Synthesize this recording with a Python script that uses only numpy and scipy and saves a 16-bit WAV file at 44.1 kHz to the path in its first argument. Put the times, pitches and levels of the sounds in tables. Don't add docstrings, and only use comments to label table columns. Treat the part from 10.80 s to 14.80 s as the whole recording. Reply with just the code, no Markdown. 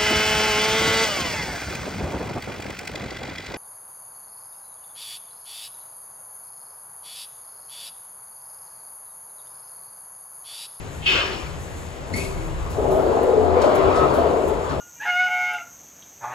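import sys
import numpy as np
from scipy import signal
from scipy.fft import rfft, irfft
from scipy.io import wavfile
from scipy.ndimage import uniform_filter1d

SR = 44100
rng = np.random.default_rng(int(sys.argv[2]) if len(sys.argv) > 2 else 0)


def volts_from_db(level):
    exponent = np.asarray(level, float) / 20
    return 10 ** exponent


def log_audio(samples):
    frames = np.atleast_2d(samples).T
    limited = np.clip(frames, -1, 1)
    pcm = np.round(limited * 32767).astype(np.int16)
    wavfile.write(sys.argv[1], SR, pcm)


N = 176400
T = np.arange(N) / SR


def evened(x):
    return x / np.sqrt(np.mean(x ** 2) + 1e-20)


def read(points, hz):
    f, value = np.transpose(points)
    return np.interp(np.log(hz + 1), np.log(f + 1), value)


def slow(rate):
    f = np.geomspace(rate / 20, rate, 16)[:, None]
    t = T[::128]
    waves = np.sin(2 * np.pi * (f * t + rng.random((16, 1)))) / np.sqrt(f)
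    return np.interp(T, t, evened(waves.sum(0)))


def noise(spectrum, patchy_db):
    frames, hz = N // 512 + 5, np.fft.rfftfreq(2048, 1 / SR)
    a, b = rng.standard_normal((2, 2, 1025, frames))
    patches = uniform_filter1d(rng.standard_normal((1025, frames)), size=16, axis=0)
    patches = evened(uniform_filter1d(patches, size=7, axis=1))
    z = (a + 1j * b) * volts_from_db(patchy_db * patches + read(spectrum, hz)[:, None])
    return evened(signal.istft(z, nperseg=2048, noverlap=1536)[1][:, :N])


def resonate(x, hz, width):
    turn = np.exp(2j * np.pi * np.cumsum(hz * np.ones(x.shape[1])) / SR)
    r, q = np.exp(-np.pi * np.array([1, 3]) * width / SR)
    smooth = signal.lfilter([1], np.convolve([1, -r], [1, -q]), x / turn)
    return evened((turn * smooth).real)


def rung(drive, modes, pitch):
    return evened(sum(volts_from_db(db) * resonate(drive, hz * pitch, width) for hz, width, db in modes))


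def envelope(start, rise, hold, fall_db):
    t = T - start
    return np.clip(t / rise, 0, 1) ** 2 * volts_from_db(fall_db * np.maximum(t - rise - hold, 0))


def placed(sound, start):
    out, at = np.zeros((2, N)), round(start * SR)
    out[:, at:at + sound.shape[1]] = sound[:, :N - at]
    return out


def doors():
    # time in seconds, then levels of rolling, grit and low bass in dB.
    rolling = [(0, -66, -77, -35.5), (1.15, -45, -60, -35), (1.36, -37, -44, -32), (1.6, -42, -43, -33),
               (1.92, -38.5, -41, -31.5), (2.029, -23.5, -38, -29), (2.36, -21, -33, -33.5),
               (2.66, -22, -35, -36.5), (2.82, -19.5, -26, -37), (3.0, -20.5, -26, -29.5),
               (3.2, -20.5, -25, -30.5), (3.34, -21.5, -28, -30), (3.6, -22, -33.5, -34.5),
               (3.82, -28.5, -35, -31), (3.92, -30, -30, -31), (4, -28, -38, -28)]
    # frequency in Hz, level in dB per Hz.
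    rumble_colour = [(140, -38), (200, -14), (290, -6.5), (380, -3), (480, -1.5), (680, -3), (900, -10),
                     (1500, -29), (5000, -80)]
    grit_colour = [(600, -38), (950, 1.5), (1300, -3), (1700, -12.5), (3000, -19.5), (4500, -26),
                   (7000, -40.5), (14000, -50)]
    bass_colour = [(15, -31), (30, -14), (58, 1.5), (90, -0.5), (120, -11), (148, -2.5), (180, -12.5),
                   (600, -85)]
    # pitch in Hz, width in Hz, level in dB.
    panels = [(382, 6.4, 5), (425, 13, 0), (464.7, 44, 3), (491, 30, -9.5), (538, 5.9, -6), (609.3, 7.2, 3),
              (683, 19, 1), (735, 9.2, -4), (850, 5.3, 1), (1028, 33, -7), (1262, 13, -7.5)]
    panel_db, lump_db = -5, -0.32

    s, *columns = np.transpose(rolling)
    level, grit, bass = (volts_from_db(np.interp(T, s, db)) for db in columns)
    drive = rng.standard_normal((2, N - SR))
    modes = placed(rung(drive, panels, 1 + 0.012 * slow(6)[SR:]), 1)
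    body = (noise(rumble_colour, 0.4) + volts_from_db(panel_db) * modes) * volts_from_db(lump_db * slow(60))
    return level * body + grit * noise(grit_colour, 1.8) + bass * noise(bass_colour, 1.23)


def bumps():
    # start in seconds, peak level in dB, pitch in Hz.
    joints = [(1.983, -10.5, 429), (2.063, -13, 395), (2.189, -9, 449), (2.328, -19, 450), (2.44, -11, 554),
              (2.477, -6.5, 456), (2.532, -8, 461), (2.577, -6, 425), (2.643, -13, 407), (2.722, -16, 471),
              (2.767, -6, 489), (2.805, -13, 563), (2.842, -5, 590), (2.889, -11, 660), (2.974, -12, 424),
              (3.172, -11, 690), (3.384, -12, 575), (3.445, -10.5, 421), (3.565, -11.5, 458),
              (3.622, -18, 433), (3.714, -14, 407)]
    trim_db, rise_s, t60_s = -3, 0.0043, 0.09
    t, out = T[:SR // 5], np.zeros((2, N))
    for (start, db, hz), turns in zip(joints, rng.random((len(joints), 2, 1))):
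        shape = np.minimum(t / rise_s, 1) * volts_from_db(db + trim_db - 60 * t / t60_s)
        out += placed(shape * np.sin(2 * np.pi * (hz * t + turns)), start)
    return out


def drones():
    # start in seconds, length in seconds, pitch in Hz, level in dB.
    tones = [(0.271, 0.29, 376, -36.5), (1.3, 0.11, 92.2, -30.5), (2.42, 0.12, 507.4, -23.5),
             (1.448, 0.49, 35.7, -29.5), (1.704, 0.34, 59, -34.5), (1.988, 0.27, 36.6, -32.5),
             (1.997, 0.37, 388, -29), (2.27, 0.18, 458, -19.5), (2.31, 0.1, 661, -24.5),
             (2.497, 0.18, 428.6, -24), (2.528, 0.38, 82.5, -26.5), (2.698, 0.16, 57.6, -31),
             (2.968, 0.19, 382, -22.5), (2.97, 0.096, 672, -24), (3.119, 0.14, 1262, -26),
             (3.15, .2, 138.4, -36), (3.2, 0.24, 423.6, -25), (1.369, 0.25, 386, -36),
             (3.343, 0.38, 75.3, -33.5), (3.873, 0.12, 71.7, -33.5), (.262, .05, 2555, -21.5),
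             (0.326, 0.038, 3010, -26), (0.338, .06, 2580, -30), (1.496, 0.33, 331.4, -41),
             (3.902, 0.066, 271.8, -35), (2.112, 0.1, 641, -21.5), (2.819, 0.14, 621, -25.5),
             (3.15, 0.14, 686, -24.5), (3.104, 0.22, 1000, -31), (2.596, 0.22, 700, -28),
             (3.363, .07, 687, -29)]
    wobble_hz = 4.5
    out = np.zeros((2, N))
    for start, length, hz, db in tones:
        t = np.arange(0, length, 1 / SR)
        swell = np.sin(np.pi * t / length) ** 0.27
        wobble = wobble_hz * slow(17.35)[:len(t)] * np.sqrt(hz / 400)
        turns = np.cumsum(hz + wobble) / SR
        level = volts_from_db(db + 2 + 2.76 * slow(39.0)[:len(t)])
        out += placed(level * swell * np.sin(2 * np.pi * (turns + rng.random((2, 1)))), start)
    return out


def brake():
    # pitch in Hz, width in Hz, level in dB.
    steel = [(1680, 220, -11), (2170, 100, -8), (2585, 80, -4), (2777, 190, 1), (3000, 115, 0),
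             (3150, 120, -9.5), (3390, 88, -8.5), (3650, 84, -10.5), (4000, 780, -8.5)]
    # frequency in Hz, level in dB per Hz.
    air_colour = [(200, -12.5), (380, 1), (750, -6.5), (1200, -1), (1900, -9.5), (2800, -13), (5500, -18),
                  (8000, -33.5), (13000, -43)]
    start_s, upswell_s = 0.25, 0.049

    drive = rng.standard_normal((2, SR)) * volts_from_db(0.98 * slow(79.2)[:SR])
    ring = placed(rung(drive, steel, 1 + 0.012 * slow(25)[:SR]), 0)
    upswell = volts_from_db(-37.5) * envelope(start_s - upswell_s, 0.033, upswell_s, -300)
    release = volts_from_db(-19.5) * envelope(start_s, rise=0.017, hold=0.085, fall_db=-86)
    hiss = noise(air_colour, 3.1) * envelope(start_s, rise=0.059, hold=0.078, fall_db=-54.5)
    return ring * (release + upswell) + volts_from_db(-24.5) * hiss


def squeak():
    # multiple of the pitch, level in dB, width in Hz.
    partials = [(.93, -8, 110), (1, 1.5, 53), (1.15, -13, 140), (2.04, -7, 160), (2.57, -20, 120),
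                (3.1, -18, 250), (3.45, -17, 410), (4.68, -17, 230), (5.14, -23, 300)]
    start_s, pitch_hz, glide_hz = 1.328, 2097, 100
    late_s, late_hz = 1.38, 2520

    t = T[:SR // 2]
    hz = pitch_hz + glide_hz * np.clip(t / 0.045, 0, 1)
    drive = rng.standard_normal((2, len(t))) * volts_from_db(5.2 * slow(56)[:len(t)])
    tone = evened(sum(volts_from_db(db) * resonate(drive, k * hz, width) for k, db, width in partials))
    tone = placed(tone, start_s) * envelope(start_s, rise=0.012, hold=0.073, fall_db=-110)
    rasp = noise([(900, -1), (2000, -1.5), (7500, 3), (11500, 1.0), (14000, -43)], 1.7)
    rasp = rasp * envelope(start_s, rise=0.042, hold=0.07, fall_db=-100)
    late = placed(resonate(drive, late_hz, 220), late_s - 0.01) * envelope(late_s, 0.01, 0.047, -100)
    return volts_from_db(-38.5) * late + volts_from_db(-32.5) * tone + volts_from_db(-38.5) * rasp


def ticks():
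    # start in seconds, level in dB, centre in Hz, rise in seconds, 60 dB decay in seconds.
    scuffs = [(1.291, -29.5, 207, 0.062, 1), (1.36, -38, 10500, .004, .2), (1.9, -45.5, 7800, .004, 0.57),
              (2.101, -44, 11000, 0.018, 0.71), (2.43, -42, 15000, .002, 0.1),
              (2.817, -30.5, 3200, 0.001, 0.09), (2.817, -46, 8000, .001, .15),
              (.265, -47, 13500, 0.0043, 0.41), (2.84, -37, 3000, .002, 0.17),
              (2.949, -36.5, 7500, 0.0023, 0.088), (2.951, -41, 13500, .002, .12),
              (2.98, -45, 4000, .003, 0.16), (3.15, -36.5, 3500, .015, 0.32),
              (3.33, -42.5, 10000, 0.014, 0.43), (3.677, -43, 12000, .0015, 0.12),
              (3.881, -40.5, 3000, 0.018, .4)]
    spread_octaves = 0.9
    hz, t, out = np.fft.rfftfreq(SR // 2, 1 / SR), T[:SR // 2], np.zeros((2, N))
    for start, db, centre_hz, rise, t60 in scuffs:
        octaves = np.log2((hz + 1) / centre_hz)
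        colour = np.exp(-0.5 * (octaves / spread_octaves) ** 2) / (1 + (hz / 15000) ** 6)
        burst = evened(irfft(rfft(rng.standard_normal((2, len(t)))) * colour))
        out += placed(volts_from_db(db - 60 * t / t60) * np.minimum(t / rise, 1) * burst, start)
    return out


def fan():
    # frequency in Hz, level in dB per Hz.
    hiss_colour = [(170, -35), (210, -1.5), (400, -0.5), (800, -3.5), (1300, -8), (2500, -12.5),
                   (5000, -22.5), (15000, -39)]
    top_colour = [(5000, -20), (6600, 2), (8500, -1.5), (10500, -6), (12500, -10.5), (14000, -14),
                  (15500, -19), (16000, -60)]
    hiss = volts_from_db(-39) * noise(hiss_colour, 0.69)
    top = volts_from_db(-51 + 1.3 * slow(29.5) + 0.61 * slow(4.59)) * noise(top_colour, 0.39)
    return volts_from_db(0.27 * slow(3.25)) * (hiss + top)


def scene():
    return doors() + bumps() + drones() + brake() + squeak() + ticks() + fan()


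def ports(field):
    # frequency in Hz, likeness (clipped to 0 to 1 after reading).
    likeness = [(60, 0.54), (130, 0.6), (290, 0.76), (640, 0.64), (1400, -0.44), (3100, 0.27), (6200, 1.3),
                (6900, 2)]
    # frequency in Hz, lead of the left in radians.
    lead = [(0, 0), (1100, -1.3), (3000, -5.8), (6000, -4.6), (7200, -6.3), (9000, -9.42), (16000, -20.2)]
    # frequency in Hz, left minus right in dB.
    balance = [(60, 0.23), (130, 6.1), (290, 10.6), (640, 3.4), (1400, 4), (3100, 2.8), (6200, 6.9),
               (6900, 0.24)]
    hz, (a, b) = np.fft.rfftfreq(N, 1 / SR), rfft(field)
    same, tilt = np.clip(read(likeness, hz), 0, 1), volts_from_db(read(balance, hz) / 2)
    delay = np.exp(-1j * np.interp(hz, *np.transpose(lead)))
    left = a * tilt
    right = (same * delay * a + np.sqrt(1 - same ** 2) * b) / tilt
    return irfft(np.array([left + right, left - right]) / 2, N)


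def gated(x):
    # frequency in Hz, threshold in dB.
    threshold = [(6600, -130), (6900, -90), (7600, -89), (8500, -80.5), (11000, -85.5), (13000, -89),
                 (14500, -92), (15700, -93.5)]
    edge_hz, mask_db = 15750, -54
    hz, _, z = signal.stft(x, SR, nperseg=2048, noverlap=1024)
    power = uniform_filter1d(abs(z) ** 2, size=10, axis=1)
    masker = power[:, (hz > 2000) & (hz < 4000)].mean((0, 1))
    gate = volts_from_db(2 * read(threshold, hz))[:, None] * np.sqrt(1 + masker / volts_from_db(mask_db) ** 2)
    shut = (power < gate) | (hz > edge_hz)[:, None]
    return signal.istft(z * ~shut, SR, nperseg=2048, noverlap=1024)[1][:, :N]


def low_pass(x):
    return signal.sosfilt(signal.butter(12, 16480, fs=SR, output="sos"), x)


def record(dry):
    mid, side = gated(ports(dry))
    return low_pass(np.array([mid + side, mid - side]))


dry = scene()
out = record(dry)
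log_audio(out)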